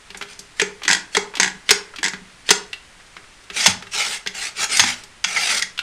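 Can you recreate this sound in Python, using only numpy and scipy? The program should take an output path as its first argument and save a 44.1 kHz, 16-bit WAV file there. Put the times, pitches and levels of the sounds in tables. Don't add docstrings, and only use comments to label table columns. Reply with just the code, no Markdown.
import sys
import numpy as np
from scipy import signal
from scipy.fft import rfft, irfft
from scipy.io import wavfile
from scipy.ndimage import uniform_filter1d

SR = 44100
rng = np.random.default_rng(int(sys.argv[2]) if len(sys.argv) > 2 else 0)


def persist_wave(psi):
    counts = np.round(np.clip(psi, -1, 1) * 32767).astype(np.int16)
    wavfile.write(sys.argv[1], SR, np.atleast_2d(counts).T)


N = 256662
BINS_HZ = np.fft.rfftfreq(2048, 1 / SR)


def amp(db):
    return 10 ** (np.asarray(db) / 20)


def unit(x):
    return x / np.sqrt(np.mean(x ** 2) + 1e-20)


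def decay(t, t60):
    return amp(-60 * t / t60)


def read(points, hz):
    f, value = np.transpose(points)
    return np.interp(np.log(hz + 1), np.log(f + 1), value)


def add(mix, s, sound):
    part = mix[max(round(s * SR), 0):][:len(sound)]
    part += sound[:len(part)]


def colour(x, db):
    log_gain = np.log(amp(np.concatenate([db, db[-2:0:-1]])))
    taps = np.fft.ifft(np.exp(np.conj(signal.hilbert(log_gain)))).real
    return signal.fftconvolve(x, taps / np.linalg.norm(taps))[:len(x)]


def contact(t60, crack, skid_s=0, rise_s=0.00055):
    t = np.arange(SR // 8) / SR
    body = decay(np.maximum(t - skid_s, 0), t60)
    envelope = (body + crack * np.exp(-t / 0.0018)) * (1 - np.exp(-t / rise_s))
    return rng.standard_normal(len(t)) * envelope


def clicks(rows, spectrum, gain_db, t60, crack):
    out = np.zeros(N)
    octaves = np.log2(np.clip(BINS_HZ, 700, 12000) / 3500)
    for s, db, hardness, *skid in rows:
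        shape_db = read(spectrum, BINS_HZ) + hardness * octaves
        add(out, s, amp(db + gain_db) * colour(contact(t60, crack, *skid), shape_db))
    return out


def ticks(rows, gain_db, t60, crack, sharpness, mellow_ratio):
    out, hz = np.zeros(N), BINS_HZ + 1
    for s, db, centre_hz, *_ in rows:
        hump_db = -10 * np.log10(1 + (sharpness * (hz / centre_hz - centre_hz / hz)) ** 2)
        mellow_db = -10 * np.log10(1 + (hz / (mellow_ratio * centre_hz)) ** 4 + (hz / 9500) ** 10)
        tick = colour(contact(t60, crack, rise_s=0.00074), hump_db + mellow_db)
        add(out, s, amp(db + gain_db) * tick)
    return out


# frequency in Hz, relative level in dB.
ROOM_TONE = [(25, -6.5), (70, -13.5), (280, -19.5), (620, -21), (1900, -16.5), (3500, -21.5), (9700, -28),
             (11000, -42.5), (13000, -47)]
def air(level_db=-47.5):
    shape = amp(read(ROOM_TONE, np.fft.rfftfreq(N, 1 / SR)))
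    return amp(level_db) * unit(irfft(rfft(rng.standard_normal(N)) * shape, N))


# start in seconds, relative level in dB, centre in Hz.
FINGER_TICKS = [(.103, -19, 2480), (0.146, -16.5, 1760), (0.172, -19.5, 7400), (.211, -10, 1850),
                (0.223, -12, 2380), (0.391, -17, 5900), (2.134, -11, 2000), (3.1654, -17.5, 1740),
                (3.5, -12.5, 2040), (3.823, -16, 2230), (3.868, -21, 2040), (4.2613, -10.5, 2000),
                (5.036, -21.5, 5190)]
def touches(fidget_count=22):
    fidgets = [(when * N / SR, -31 + 3 * (2 * force - 1), 2400 * 2 ** (2 * place - 1))
               for when, force, place in rng.random((fidget_count, 3))]
    rows = FINGER_TICKS + slack() + fidgets
    return ticks(rows, gain_db=-12, t60=0.054, crack=0.083, sharpness=1.3, mellow_ratio=2.57)


def nudges(timber_hz=187.5, clamp_hz=403, lag_s=0.01516):
    rows = [(s, -25.5, timber_hz) for s, *_ in jumps()]
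    for start, jolt, db in TRIGGER_RETURNS:
        last_tick = start + SLACK_TIMING[-1] * (jolt - start)
        rows += [(last_tick, -29, 288), (jolt + lag_s, db - 27.5, timber_hz)]
    for s, db, _ in FINGER_TICKS:
        rows += [(s, db - 22.5, clamp_hz), (s, db - 26.5, timber_hz)]
    return rows + [(s + lag_s, db - 29, timber_hz) for s, db, _ in BAR_KNOCKS]


# start in seconds, relative level in dB, pitch in Hz, t60 in seconds.
HOLLOW_BUMPS = [(1.455, -26, 190, .15), (1.55, -31.5, 194, .15), (2.134, -28.5, 190, .15),
                (2.215, -33.5, 183, .15), (3.659, -3, 885, 0.046), (3.676, -12.5, 193, 0.057),
                (3.686, -26, 98, 0.25), (4.809, -28.5, 104, 0.22), (4.84, -20, 243, 0.13)]
def bumps(gain_db=-6, nudge_t60=0.16):
    out, t = np.zeros(N), np.arange(SR // 3) / SR
    onset = 1 - np.exp(-t / 0.0018)
    for s, db, hz, t60 in HOLLOW_BUMPS + [(*row, nudge_t60) for row in nudges()]:
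        note = np.sin(2 * np.pi * hz * t) * decay(t, t60)
        band_db = -np.minimum(24 * np.log2((BINS_HZ + 1) / hz) ** 2, 60)
        thud = colour(rng.standard_normal(len(t)) * decay(t, 0.69 * t60), band_db)
        add(out, s, amp(db + gain_db) * (note + 0.55 * thud) * onset)
    return out


# start and length in seconds, level in dB.
GRIP_RUBS = [(0.264, .11, -41), (4.93, 0.12, -40)]
# start, fastest moment and end in seconds, level in dB, attack in seconds.
BAR_PULLS = [(3.514, 3.629, 3.734, -20.5, 0.095), (3.901, 4.005, 4.187, -22, 0.052),
             (4.332, 4.433, 4.51, -27, 0.024), (4.535, 4.633, 4.667, -17.5, 0.11),
             (4.668, 4.762, 4.955, -19.5, 0.064), (5.25, 5.503, 5.618, -19, 0.04)]
def friction(swell_db_per_s=45, sag_db_per_s=44.5, stop_s=0.029, swing_s=0.04, swing_db=-37):
    t, pulls = np.arange(N) / SR, 0
    for start, fastest, end, db, attack in BAR_PULLS:
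        starting = np.sin(np.pi / 2 * np.clip((t - start) / attack, 0, 1)) ** 2
        stopping = np.clip((end - t) / stop_s, 0, 1)
        drop_db = np.maximum(swell_db_per_s * (fastest - t), sag_db_per_s * (t - fastest))
        pulls = pulls + starting * stopping * amp(db - drop_db)
    rubs = sum(amp(db) * np.interp(t, [s, s + length / 2, s + length], [0, 1, 0])
               for s, length, db in GRIP_RUBS)
    swings = sum(np.interp(t, [s - swing_s, s], [0, 1], right=0) for s, *_ in TRIGGER_SQUEEZES)
    return pulls + rubs + amp(swing_db) * swings


def wander(x, patchy_db=3.5):
    spectra = signal.stft(x, nperseg=1024, noverlap=768)[2]
    patches = uniform_filter1d(rng.standard_normal(spectra.shape), size=5, axis=0)
    patches = unit(uniform_filter1d(patches, size=10, axis=1))
    spectra *= amp(patchy_db * np.minimum(patches, 2))
    return unit(signal.istft(spectra, nperseg=1024, noverlap=768)[1][:N])


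# frequency in Hz, relative level in dB.
SCRAPE_SPECTRUM = [(80, -31), (190, -14.5), (310, -19.5), (520, -17), (860, -4.5), (1040, -15),
                   (1300, -3.5), (2200, -1.5), (3000, -3), (5600, -3.5), (8800, -10), (10200, -20),
                   (11000, -29), (13300, -36.5)]
# centre and width in Hz, boost in dB.
RUBBED_MODES = [(416, 37, 13.5), (2270, 400, 3.5), (8660, 180, 6), (10060, 240, 11), (11970, 500, 12)]
def scrape(grains_per_s=14000, spread_db=1.5, judder_db=2.07):
    sizes = amp(spread_db * np.minimum(rng.exponential(1, N), 4)) * rng.choice([-1, 1], N)
    grains = wander(sizes * (rng.random(N) < grains_per_s / SR))
    pressure = amp(judder_db * unit(uniform_filter1d(rng.standard_normal(N), size=300)))
    peaks_db = sum(db / (1 + (2 * (BINS_HZ - hz) / width) ** 2) for hz, width, db in RUBBED_MODES)
    return colour(grains * friction() * pressure, read(SCRAPE_SPECTRUM, BINS_HZ) + peaks_db)


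# start in seconds, relative bite level in dB,
# delay of the bar's jump in seconds, relative jump level in dB, length of its skid in seconds.
TRIGGER_SQUEEZES = [(.597, -1, .018, -4, 0.0028), (1.1485, -1, 0.019, -1.5, 0.0028),
                    (1.691, 1, .0155, 2.5, 0.0067), (2.49, -1, 0.015, 2, 0.0078)]
# frequency in Hz, relative level in dB.
BITE_SPECTRUM = [(100, -25), (420, -9), (1000, -13), (1250, -14), (1600, 0.5), (2300, 1), (2800, -4),
                 (3400, -1), (4300, -6), (6400, -15), (9500, -18.5), (11000, -28), (14000, -46)]
def bites(hardness=0.34):
    rows = [(s, db, hardness) for s, db, *_ in TRIGGER_SQUEEZES]
    return clicks(rows, BITE_SPECTRUM, gain_db=-9.5, t60=0.055, crack=0.24)


def jumps():
    return [(s + delay, db, -1.13 + 0.5 * db, skid) for s, _, delay, db, skid in TRIGGER_SQUEEZES]


# frequency in Hz, relative level in dB.
SNAP_SPECTRUM = [(80, -30), (330, -10.5), (600, -20.5), (900, -1), (1120, -8), (1450, -2), (2300, 0),
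                 (3000, -5.5), (5000, -1.5), (7700, -5), (10000, -14), (11000, -24), (14000, -35)]
def snaps():
    return clicks(jumps(), SNAP_SPECTRUM, gain_db=-8, t60=0.031, crack=0.079)


# frequency in Hz, relative level in dB, t60 in seconds.
CLAMP_MODES = [(411, -5.5, .16), (430, -8, .17), (422, 1.5, .055)]
def flex(gain_db=-16, delay_s=0.00453, rise_s=0.0029):
    out, t = np.zeros(N), np.arange(SR // 2) / SR
    ring = sum(amp(db) * decay(t, t60) * np.sin(2 * np.pi * hz * t) for hz, db, t60 in CLAMP_MODES)
    for s, *_ in jumps():
        add(out, s + delay_s, amp(gain_db) * ring * (1 - np.exp(-t / rise_s)))
    return out


# start of slack and first jolt in seconds, jolt force in dB.
TRIGGER_RETURNS = [(0.818, 0.88, 3), (1.338, 1.3973, 3.5), (1.937, 2.029, -2.5)]
# level against the jolt in dB, centre in Hz.
SLACK_TICKS = [(-19, 1420), (-13, 2900), (-10.5, 2350)]
SLACK_TIMING = [0, .25, .52]
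def slack():
    return [(start + share * (jolt - start), jolt_db + db, hz)
            for start, jolt, jolt_db in TRIGGER_RETURNS
            for share, (db, hz) in zip(SLACK_TIMING, SLACK_TICKS)]


# start in seconds, relative level in dB, hardness in dB per octave.
PLATE_JERKS = [(.8793, 1.5, -1.5), (.8895, -1.5, 0.5), (.9005, -2, -2.5), (.9107, 1, 1),
               (.9222, -2.5, -2.5), (.9298, 1, 1.5), (.9478, -4, -1.5), (.9655, -12, -5.5),
               (1.3988, 5, -1.5), (1.409, -4.5, -1.5), (1.421, -7.5, -3.5), (1.4307, 0, -0.5),
               (1.4437, -5, -2.5), (1.459, -9.5, -3.5), (1.477, -10.5, -1.5), (2.0298, -5, -2),
               (2.0405, -3.5, 1), (2.0495, -8.5, -2.5), (2.060, -6, -1), (2.0715, -11.5, -4),
               (2.0815, -9, 1.5)]
# frequency in Hz, relative level in dB.
JERK_SPECTRUM = [(80, -31), (380, -13), (580, -26.5), (930, -7.5), (1250, -18.5), (1600, -1.5), (1950, 1),
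                 (2700, -8.5), (4200, -8), (6400, -8), (8000, -10), (9300, -26), (10200, -19.5),
                 (11000, -30.5), (14000, -43)]
def chatter():
    return clicks(PLATE_JERKS, JERK_SPECTRUM, gain_db=-10, t60=0.042, crack=0.82)


# start in seconds, relative level in dB,
# first and second note in Hz, level of the second against the first in dB.
PLATE_CLINKS = [(2.73, -9, 2740, 1720, -9), (4.272, -9.5, 3390, 2050, 1), (5.777, -12.5, 2800, 3300, -3),
                (5.790, -4.5, 2710, 1463, -3)]
def clinks():
    return ticks(PLATE_CLINKS, gain_db=-11, t60=0.041, crack=0.58, sharpness=2.6, mellow_ratio=2.2)


def pings(gain_db=-9, t60=0.026, rise_s=0.0008):
    out, t = np.zeros(N), np.arange(SR // 4) / SR
    envelope = decay(t, t60) * (1 - np.exp(-t / rise_s))
    for s, db, hz, second_hz, second_db in PLATE_CLINKS:
        notes = np.sin(2 * np.pi * hz * t) + amp(second_db) * np.sin(2 * np.pi * second_hz * t)
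        add(out, s, amp(db + gain_db) * notes * envelope)
    return out


# start in seconds, relative level in dB, hardness in dB per octave.
BAR_KNOCKS = [(3.660, -1.5, -2), (3.666, 1, 3.5), (4.272, -16, -0.5), (4.7708, -7, 6.5), (4.795, 2, -2.5),
              (4.8016, -5, -1), (4.837, -13, -6.5), (5.241, -11, 1), (5.245, -8, -3.5), (5.362, -16.5, -6),
              (5.623, -10.5, 3.5)]
# frequency in Hz, relative level in dB.
KNOCK_SPECTRUM = [(80, -31), (580, -26), (820, -1), (1170, -9), (1950, 4.5), (2600, 1), (3300, 4),
                  (4200, 3), (6500, 3.5), (7300, -4), (10200, -12), (11200, -20), (14000, -42)]
def knocks():
    return clicks(BAR_KNOCKS, KNOCK_SPECTRUM, gain_db=-3.5, t60=0.039, crack=0.33)


# start and length in seconds, level in dB, first and last pitch in Hz.
BAR_SQUEALS = [(4.716, 0.058, -26, 8650, 8720), (5.36, 0.0258, -14, 2373, 1955),
               (5.617, 0.018, -18, 2152, 1890)]
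def squeals(waver_hz=135):
    out = np.zeros(N)
    for s, length, db, first_hz, last_hz in BAR_SQUEALS:
        n = int(length * SR)
        waver = unit(uniform_filter1d(rng.standard_normal(n), size=30))
        hz = np.linspace(first_hz, last_hz, n) + waver_hz * waver
        add(out, s, amp(db) * np.sin(2 * np.pi * np.cumsum(hz) / SR) * signal.windows.tukey(n, .3))
    return out


# frequency in Hz, relative gain in dB, t60 in seconds.
STEEL_MODES = [(904, -12, 0.17), (1460, 1, 0.05), (1700, -21, 0.18), (1930, -10, 0.039), (2220, -22, 0.16),
               (3390, 1, 0.019), (4955, 1.5, 0.03), (6370, 2, 0.015), (6760, -10, .13), (7580, 3, 0.027)]
def steel(drive):
    t, ring = np.arange(SR // 2) / SR, 0
    for hz, db, t60 in STEEL_MODES:
        damping = np.log(1000) / t60
        ring = ring + amp(db) * 2 * damping / SR * decay(t, t60) * np.cos(2 * np.pi * hz * t)
    return signal.fftconvolve(drive, ring)[:N]


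# frequency in Hz, t60 in seconds.
WORKSHOP_DECAY = [(150, 0.52), (700, 0.45), (2000, 0.3), (6000, 0.27), (12000, 0.21)]
def room(x, build_s=0.0058):
    t = np.arange(SR // 2) / SR
    reflections = rng.standard_normal(len(t)) * (1 - np.exp(-(t / build_s) ** 2))
    hz, frame_s, spectra = signal.stft(reflections, SR, nperseg=256)
    spectra *= decay(frame_s, read(WORKSHOP_DECAY, hz)[:, None])
    tail = signal.istft(spectra, SR, nperseg=256)[1]
    return signal.fftconvolve(x, tail / np.linalg.norm(tail))[:N]


def scene():
    hard = bites() + snaps() + chatter() + knocks()
    light = touches() + clinks() + scrape()
    ringing = amp(-2) * steel(hard) + amp(-17.5) * steel(light)
    clamp = hard + light + ringing + squeals() + pings()
    low = flex() + bumps()
    mono = clamp + amp(-9.5) * room(clamp) + low + amp(-11) * room(low) + air()
    return np.array([mono, mono])


def lowpass(x, hz):
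    return signal.fftconvolve(x, signal.firwin(255, hz, window=("kaiser", 8), fs=SR), "same")


def record(dry):
    heard = [lowpass(channel, hz=13700) for channel in dry]
    return np.array([lowpass(np.clip(channel, -1, 1), hz=15900) for channel in heard])


dry = scene()
out = record(dry)
persist_wave(out)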